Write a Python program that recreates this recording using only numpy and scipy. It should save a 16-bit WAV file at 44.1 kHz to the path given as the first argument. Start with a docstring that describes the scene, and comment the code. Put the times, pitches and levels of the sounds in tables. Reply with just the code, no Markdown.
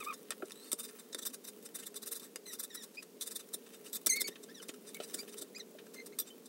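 """Short, gritty rasps and thin squeaks: a hot soldering iron is pushed through a plastic strip.
The tip scrapes in and out of the hole and sets the iron's steel barrel ringing; where it sticks and
slips it squeaks, and once, forced through, it squeals. Iron and strip click against each other and
thud on the fibreboard sheet below. Behind it all sits a small workshop's low hum and faint hiss."""
import sys
import numpy as np
from scipy import signal
from scipy.fft import rfft, irfft
from scipy.io import wavfile

SR = 44100
rng = np.random.default_rng(int(sys.argv[2]) if len(sys.argv) > 2 else 0)


def wrap_up_sound(samples):
    """Save the sound to the file named by the first command line argument, as 16-bit audio."""
    columns = np.atleast_2d(samples).T
    # keep every value between -1 and 1, then stretch to whole-number steps
    tamed = np.clip(columns, -1, 1)
    steps = np.round(tamed * 32767).astype(np.int16)
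    wavfile.write(sys.argv[1], SR, steps)


N = 285768

# Strokes of the tip, mostly in quick back-and-forth runs.
# Each row: peak time in seconds, level in dB, half length in seconds.
TIP_STROKES = [(.009, -53, 0.015), (0.05, -45.5, 0.011), (0.14, -48.5, .011), (0.46, -58, .013),
               (.66, -59, .06), (0.8, -41, 0.018), (0.846, -45, 0.021), (.89, -54, 0.022),
               (0.995, -52, .016), (1.131, -44.5, 0.0081), (1.19, -42, 0.011), (1.228, -41.5, 0.013),
               (1.267, -36.5, 0.016), (1.301, -55, 0.013), (1.342, -45.5, 0.014), (1.45, -49, 0.011),
               (1.483, -45.5, 0.018), (1.66, -48.5, 0.013), (1.759, -40, 0.014), (1.8, -48.5, .02),
               (1.833, -51.5, 0.014), (1.87, -43, 0.014), (1.968, -43.5, .016), (2.031, -44, .012),
               (2.076, -43, 0.018), (2.125, -38.5, 0.014), (2.162, -43.5, 0.021), (2.241, -53, 0.034),
               (2.537, -43, 0.023), (2.602, -38.5, 0.015), (2.641, -41.5, 0.015), (2.753, -41, 0.012),
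               (2.837, -48, 0.017), (2.955, -59.5, 0.016), (3.029, -52.5, 0.0093), (3.225, -41, 0.017),
               (3.274, -43, .018), (3.318, -44, 0.016), (3.363, -39.5, .014), (3.401, -48.5, 0.015),
               (3.542, -38.5, .011), (3.67, -63.5, 0.013), (3.745, -55, .022), (3.869, -53, .032),
               (3.94, -40.5, .013), (3.959, -36.5, .015), (4.165, -37, .011), (4.211, -32, 0.011),
               (4.282, -40, 0.011), (4.438, -51, 0.011), (4.63, -48, .014), (4.692, -45, 0.012),
               (4.742, -53.5, 0.0059), (4.887, -51.5, 0.028), (5.04, -50.5, 0.021), (5.098, -56.5, 0.03),
               (5.146, -39.5, .012), (5.19, -50, 0.027), (5.292, -55, 0.019), (5.333, -51.5, 0.015),
               (5.385, -44.5, .018), (5.422, -41, 0.012), (5.583, -50.5, 0.0071), (5.868, -61, 0.01),
               (5.946, -50.5, 0.012), (6.067, -48.5, 0.011), (6.279, -58, 0.026), (6.462, -53, 0.0086)]
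# Brightness of a usual stroke. Each row: time in seconds, treble gain in dB.
STROKE_TREBLE = [(0, -3), (.85, 0.5), (1.11, -14), (1.21, -8), (1.28, 1), (2.2, 0.5), (2.7, -1), (3.4, -1),
                 (4.2, -1.5), (5.2, -5), (6.4, -0.5)]
# Short squeaks. Each row: start and end in seconds, middle pitch in Hz, glide and arch as shares of
# the pitch, fundamental in dB, octave in dB, fall per further harmonic in dB.
SHORT_SQUEAKS = [(0, 0.04, 1210, -0.19, 0.036, -54.5, -52, 10),
                 (.055, 0.134, 1244, -0.072, 0.18, -45.5, -52, 11),
                 (0.547, 0.624, 4000, 0.037, .03, -67, -66, 13),
                 (0.617, 0.656, 4310, 0.063, 0.039, -59.5, -65, 12),
                 (0.663, 0.728, 4370, -0.036, 0.058, -62, -62.5, 8),
                 (2.452, 2.528, 1996, -0.11, 0.027, -61, -56, 2.2),
                 (2.698, 2.746, 1810, -.1, -.05, -66.5, -60, 5),
                 (2.76, 2.84, 1880, -0.18, 0.038, -64.5, -56, 4.5),
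                 (2.967, 3.009, 2537, .02, 0.1, -53.5, -58.5, 9.8),
                 (4.237, 4.288, 2250, -0.078, 0.062, -51, -44, 8.8),
                 (4.305, 4.34, 1843, 0.11, 0, -63, -65.5, 9),
                 (4.481, 4.523, 1733, 0.25, .04, -65.5, -66, 3.3),
                 (4.539, 4.615, 1795, -0.36, 0.077, -67, -57.5, 4.8),
                 (4.945, 4.979, 2250, .03, 0.049, -52, -69, 3),
                 (5.181, 5.215, 2374, 0.1, 0.017, -55.5, -46, 7),
                 (5.545, 5.578, 2410, 0.23, .15, -56.5, -49.5, 10),
                 (5.593, 5.618, 1980, -0.16, -0.01, -62.5, -49, 9.8),
                 (5.953, 6.029, 2090, 0, -0.016, -56.5, -59.5, 7.8),
                 (6.12, 6.147, 2190, 0.12, 0.15, -65, -64, 7.6)]
# The long squeal. Each row: time in seconds, pitch in Hz, fundamental and overtones in relative dB.
SQUEAL_PATH = [(4.089, 2420, -41, -50), (4.1, 2150, -49, -28.5), (4.119, 2008, -46.5, -35),
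               (4.139, 2185, -44, -31.5), (4.146, 2107, -42, -53), (4.16, 2202, -40.5, -68),
               (4.182, 2227, -41, -61), (4.205, 2097, -46.5, -68), (4.22, 2040, -38.5, -70)]
# Iron against strip. Each row: start in seconds, force in dB, hardness from 0 (plastic) to 1 (steel),
# chatter decay in seconds.
CONTACT_CLICKS = [(0.127, -33.5, 0.23, .0012), (.306, -17, 0.66, 0.0032), (.32, -25, 0.47, 0.0041),
                  (.423, -33.5, 0, 0.0038), (.498, -32, 0.61, .0016), (.508, -27, .55, .0014),
                  (0.52, -24.5, 0.7, 0.0011), (0.717, -25, 0.87, 0.0067), (0.73, -18.5, 0.86, 0.0014),
                  (1.147, -17, 0.68, 0.0015), (1.253, -30.5, 0.73, 0.0045), (1.943, -33.5, 0.63, 0.0042),
                  (2.061, -37, 0.91, 0.0025), (2.197, -39.5, 0.86, 0.005), (2.359, -19.5, 0.69, .0022),
                  (2.466, -30.5, 0.52, .001), (3.21, -31.5, 0.8, 0.015), (3.93, -33.5, 0.98, .0045),
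                  (4.062, -21.5, .95, 0.0054), (4.069, -13, 0.77, 0.0043), (4.217, -15, 0.77, 0.0022),
                  (4.287, -37, .5, .004), (4.357, -36.5, 0.47, .008), (4.692, -32.5, 0.31, .006),
                  (4.945, -30, 0.82, .004), (5.001, -33, 0.47, 0.011), (5.144, -33.5, 0.99, 0.0037),
                  (5.231, -35, 0.51, .004), (5.786, -44.5, 0.44, .012), (6.187, -25, 0.79, 0.0053),
                  (6.199, -30, 1, 0.0073)]
# Knocks on the board. Each row: start in seconds, force in dB, centre in Hz.
BOARD_THUDS = [(.308, -38, 630), (.402, -38.5, 524), (.424, -31, 560), (.428, -32, 393), (.731, -35, 400),
               (1.148, -37.5, 406), (2.356, -39.5, 442), (3.543, -40.5, 414), (4.068, -31, 400),
               (4.218, -38, 394), (4.286, -35.5, 381), (4.692, -35.5, 400), (5.001, -27, 560),
               (5.145, -35, 337), (5.231, -42, 576), (5.423, -38.5, 354), (5.749, -45, 596)]
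# Brief high pings of the iron. Each row: start in seconds, pitch in Hz, level in dB, T60 in seconds.
IRON_PINGS = [(.7305, 8800, -22, 0.018), (4.067, 9300, -23, 0.038), (5.003, 4480, -48.5, .054),
              (6.187, 5790, -45, .14), (6.189, 8430, -29, 0.028), (6.189, 12050, -32, 0.078),
              (6.199, 13400, -30, 0.051), (6.223, 3460, -49, .04), (6.272, 7540, -52, 0.13),
              (6.304, 3070, -51.5, 0.083)]
# Modes of steel barrel, plastic strip and fibreboard.
# Each row: frequency in Hz, width in Hz, relative level in dB.
BARREL_MODES = [(3625, 58, 2), (3926, 420, -3), (4294, 240, -11.5), (4570, 150, -7.5), (4925, 103, -2.5),
                (5350, 310, -4), (5880, 170, -2.5), (6170, 160, -4.5), (6756, 55, -5), (7654, 94, -7),
                (7776, 130, 0.5), (7970, 280, -12), (7940, 41, -10), (8480, 330, -2.5), (8850, 120, -14),
                (9230, 240, 5), (9750, 160, -8), (10100, 37, -21), (10350, 49, 3), (10820, 440, -7.5),
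                (11640, 150, -2), (12130, 160, -1.5), (12800, 300, 0), (13330, 67, -17), (14000, 560, -0.5),
                (14700, 78, -5), (15730, 320, 7.5)]
STRIP_MODES = [(1159, 86, -2.5), (1489, 256, 1.5), (1847, 410, -4.5), (2037, 290, -15.5), (2940, 1380, 0.5)]
BOARD_MODES = [(244, 290, 10.5), (359, 69, 10.5), (449, 31, -1), (620, 33, 6.5)]
# Light rubbing under the strokes. Each row: time in seconds, relative force in dB.
RUB_FORCE = [(0, -53), (.25, -67), (.6, -61.5), (.76, -78), (.96, -57), (1.25, -81.5), (1.58, -61.5),
             (1.85, -74), (2.2, -64), (2.5, -76), (2.85, -64), (3.12, -83), (3.37, -65), (3.8, -64),
             (4.25, -64), (4.7, -72), (5.07, -56.5), (5.5, -69.5), (6.48, -70.5)]
# The room's murmur and hiss. Each row: frequency in Hz, relative spectral level in dB.
AIR_SPECTRUM = [(30, -50), (80, -34), (110, -36.5), (160, -10), (220, 1), (320, -4), (440, 0), (600, -10),
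                (750, -17.5), (1150, -20.5), (1600, -24), (8000, -24), (16000, -25.5)]
# The wavering hum. Each row: pitch in Hz, width in Hz, relative level in dB.
HUM_TONES = [(256.2, 20, 3), (416, 20.3, 8.5), (459, 11.7, 5.5)]
# Rise and fall of the low room tone. Each row: time in seconds, relative level in dB.
ROOM_SWELL = [(0.0, -55.5), (0.83, -60), (1.12, -57), (2.89, -59.5), (5.0, -55.5), (5.18, -54), (5.63, -56),
              (6.1, -55), (6.48, -57)]


def strokes(usual_db=-44.5, treble_hz=9200, top_hz=14260, board_db=-21.5):
    """Each scrape swells and fades with the tip's speed; gives forces on board, strip and barrel."""
    forces = np.zeros((3, N))
    split = signal.butter(4, treble_hz, fs=SR, output="sos")
    for s, db, half in TIP_STROKES:
        # a stronger stroke is brighter, and more of it goes into the barrel
        effort_db = db - usual_db
        bright_db = np.interp(s, *np.transpose(STROKE_TREBLE)) + .43 * effort_db
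        strip_db = -8.5 - .48 * effort_db
        at = np.arange(max(0, int((s - 2 * half) * SR)), min(N, int((s + 2 * half) * SR)))
        speed = from_db(db) * np.exp(-2 * np.abs((at / SR - s) / half) ** 1.77)
        rasp = friction(len(at), grain_db=2)
        dull = signal.sosfiltfilt(split, rasp)
        coloured = dull + from_db(bright_db) * (rasp - dull)
        on_barrel = rms_one(cut(coloured, top_hz, "low", order=4))
        forces[:, at] += speed * np.array([from_db(board_db) * rasp, from_db(strip_db) * rasp, on_barrel])
    return forces


def friction(size, grain_db):
    """Tiny slips of uneven strength make a grainy noise."""
    return rms_one(rng.standard_normal(size) * from_db(grain_db * drift(size, rate_hz=215)))


def squeaks(usual_db=-54, usual_rough=.13, harmonics=8):
    """Each short squeak glides and arches in pitch with the tip's speed."""
    out = np.zeros(N)
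    for start, end, middle_hz, glide, arch, low_db, octave_db, fall_db in SHORT_SQUEAKS:
        at = np.arange(int(start * SR), int(end * SR))
        along = np.linspace(-1, 1, len(at))
        hz = middle_hz * (1 + glide * along / 2 - arch * along ** 2)
        levels = [low_db] + [octave_db - fall_db * k for k in range(harmonics - 1)]
        # a faint squeak barely locks in, so it is rougher
        rough = usual_rough * np.exp(.1 * (usual_db - max(low_db, octave_db)))
        tone = stick_slip(hz, levels, rough, jitter=.012, flutter_db=4)
        out[at] += tone * signal.windows.tukey(len(at), .38)
    return out


def long_squeal(gain_db=1, octave_db=-43.5, fall_db_per_octave=16):
    """Shrill while the tip is forced, then mellow as the plastic gives."""
    times, *columns = np.transpose(SQUEAL_PATH)
    at = np.arange(int(times[0] * SR), int(times[-1] * SR))
    hz, low_db, upper_db = (np.interp(at / SR, times, column) for column in columns)
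    overtones = [upper_db - 1.5 - fall_db_per_octave * np.log2(k / 3) for k in range(3, 8)]
    tone = stick_slip(hz, [low_db, octave_db] + overtones, rough=.08, jitter=.0067, flutter_db=2.5)
    out = np.zeros(N)
    out[at] = from_db(gain_db) * tone * signal.windows.tukey(len(at), .08)
    return out


def stick_slip(hz, levels, rough, jitter, flutter_db):
    """The tip sticks and slips periodically; uneven slips smear each harmonic."""
    size, tone = len(hz), 0
    phase = 2 * np.pi * np.cumsum(hz * (1 + jitter * drift(size, rate_hz=118))) / SR
    for k, db in enumerate(levels, 1):
        smear_hz = 300 * np.sqrt(k)
        rasp = drift(size, smear_hz) + 1j * drift(size, smear_hz)
        partial = np.real((1 + rough * rasp) * np.exp(1j * k * phase)) / np.sqrt(.5 + rough ** 2)
        gain = from_db(db + flutter_db * drift(size, rate_hz=53))
        tone = tone + gain * partial * (k * hz < SR / 2)
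    return tone


def clicks(snap_s=.0026, soft_hz=1780, hard_hz=15700, swing_db=23.5):
    """A sharp first contact, then a dying chatter of little blows; gives forces on strip and barrel."""
    forces = np.zeros((2, N))
    t = np.arange(SR // 20) / SR
    for s, db, hardness, chatter_s in CONTACT_CLICKS:
        rattle = np.sign(rng.standard_normal(len(t))) * np.exp(-t / chatter_s)
        contact = signal.unit_impulse(len(t)) * np.linalg.norm(rattle)
        # the shorter the chatter, the more of the blow is in the first contact
        share = np.exp(-chatter_s / snap_s)
        blow = np.sqrt(share) * contact + np.sqrt(1 - share) * rattle
        # a softer contact is duller and shakes the strip more than the barrel
        edge_hz = soft_hz + (hard_hz - soft_hz) * hardness ** 1.35
        gains = from_db(db - swing_db * np.array([[hardness], [1 - hardness]]))
        start = int(s * SR)
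        forces[:, start:start + len(t)] += gains * cut(blow, edge_hz, "low", order=3)
    return forces


def thuds(settling_s=.0064, push=.99):
    """A soft push and the strip's settling; where it lands decides which board modes are fed most."""
    force = np.zeros(N)
    t = np.arange(SR // 12) / SR
    for s, db, hz in BOARD_THUDS:
        shuffle = rng.standard_normal(len(t)) * np.exp(-t / settling_s)
        blow = shuffle + push * np.linalg.norm(shuffle) * signal.unit_impulse(len(t))
        start = int(s * SR)
        force[start:start + len(t)] += from_db(db) * resonate(blow, hz, width_hz=140) / np.hypot(1, push)
    return force


def pings():
    """Single decaying modes of the iron: the bright ring of hard clicks, and a few faint rings."""
    out = np.zeros(N)
    t = np.arange(SR // 8) / SR
    for s, hz, db, t60 in IRON_PINGS:
        start = int(s * SR)
        out[start:start + len(t)] += from_db(db - 60 * t / t60) * np.sin(2 * np.pi * hz * t)
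    return out


def body(force, modes, crack_db, crack_hz, wander_db, min_width_hz=55):
    """The contact's direct crack plus ringing modes, fed unevenly as the contact point moves."""
    out = from_db(crack_db) * cut(force, crack_hz, "high", order=3)
    power = from_db(crack_db) ** 2
    hop = 100  # samples per coupling step
    steps = np.arange(N) / hop
    for hz, width_hz, db in modes:
        width_hz = max(width_hz, min_width_hz)  # a minimum width keeps every ring short
        # each mode's coupling changes about twenty times a second
        coupling = from_db(db + wander_db * drift(N // hop + 2, rate_hz=20 * hop))
        drive = force * np.interp(steps, np.arange(len(coupling)), coupling)
        out = out + resonate(drive, hz, width_hz)
        power += from_db(db) ** 2 * np.pi * width_hz / SR
    return out / np.sqrt(power)


def workshop_reverb(x, t60_s=.064, build_s=.00032):
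    """A short, diffuse tail from the bench and near walls."""
    t = np.arange(SR // 3) / SR
    tail = rng.standard_normal(len(t)) * from_db(-60 * t / t60_s) * (1 - np.exp(-t / build_s))
    tail = cut(tail, hz=8600, kind="low", order=1)
    return signal.oaconvolve(x, tail / np.linalg.norm(tail))[:N]


def room_tone(air_db=-58, hum_db=-62):
    """A low murmur and a wavering hum swell together under an even hiss."""
    air_hz, shape_db = np.transpose(AIR_SPECTRUM)
    bins_hz = np.maximum(np.arange(N // 2 + 1) * SR / N, 1)
    spectrum = from_db(np.interp(np.log(bins_hz), np.log(air_hz), shape_db))
    air = from_db(air_db) * rms_one(irfft(rfft(rng.standard_normal(N)) * spectrum, N))
    t = np.arange(N) / SR
    hum = sum(from_db(db) * drift(N, width / 2) * np.sin(2 * np.pi * hz * t)
              for hz, width, db in HUM_TONES)
    murmur = cut(air, hz=890, kind="low", order=1)
    hiss = air - murmur
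    swell = gain_curve(ROOM_SWELL, mean_db=.52, depth=.96)
    return (murmur + from_db(hum_db) * rms_one(hum)) * swell + hiss


def resonate(x, hz, width_hz):
    """One resonance with a gain of one at its peak."""
    r = np.exp(-np.pi * width_hz / SR)
    feedback = [1, -2 * r * np.cos(2 * np.pi * hz / SR), r * r]
    return signal.lfilter([(1 - r * r) / 2, 0, (r * r - 1) / 2], feedback, x + 1e-18)


def gain_curve(rows, mean_db, depth):
    """A fader ride through rows of seconds and dB, re-centred on mean_db, its swing scaled by depth."""
    db = np.interp(np.arange(N) / SR, *np.transpose(rows))
    return from_db(mean_db + depth * (db - db.mean()))


def drift(size, rate_hz):
    """A smooth random wobble with an rms of one."""
    return rms_one(cut(rng.standard_normal(size + SR // 4), rate_hz, "low")[SR // 4:])


def cut(x, hz, kind, order=2):
    """Butterworth low- or high-pass."""
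    return signal.sosfilt(signal.butter(order, hz, kind, fs=SR, output="sos"), x)


def from_db(db):
    """Decibels to gain."""
    return 10 ** (np.asarray(db) / 20)


def rms_one(x):
    """Scale to an rms of one."""
    return x / np.sqrt(np.mean(x ** 2) + 1e-20)


def scene():
    """Strokes, knocks and rubbing drive three bodies; squeaks sound directly and through the barrel."""
    on_board, on_strip, on_barrel = strokes()
    strip_blows, barrel_blows = clicks()
    rub = gain_curve(RUB_FORCE, mean_db=-70, depth=.99) * friction(N, grain_db=7)
    squeaking = squeaks() + long_squeal()
    on_board = on_board + thuds()
    on_strip = on_strip + strip_blows + from_db(-3) * rub
    # the squeaks' harmonics swell and break as they glide across the barrel's modes
    on_barrel = on_barrel + barrel_blows + rub + from_db(-17) * squeaking
    board = body(on_board, BOARD_MODES, crack_db=-40, crack_hz=600, wander_db=0)
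    strip = body(on_strip, STRIP_MODES, crack_db=-11, crack_hz=1550, wander_db=3.5)
    barrel = body(on_barrel, BARREL_MODES, crack_db=-19, crack_hz=4060, wander_db=2.2)
    # each part radiates little outside the range of its modes
    board = cut(board, hz=150, kind="high", order=4)
    board = cut(board, hz=710, kind="low", order=4)
    strip = cut(strip, hz=870, kind="high", order=3)
    barrel = cut(barrel, hz=2534, kind="high", order=4)
    work = board + strip + barrel + squeaking + pings()
    return (work + from_db(-10) * workshop_reverb(work) + room_tone())[None]


def record(dry):
    """A steep low-pass shaves off the top above 15750 Hz."""
    return signal.sosfilt(signal.ellip(12, .1, 80, 15750, fs=SR, output="sos"), dry)


dry = scene()
out = record(dry)
wrap_up_sound(out)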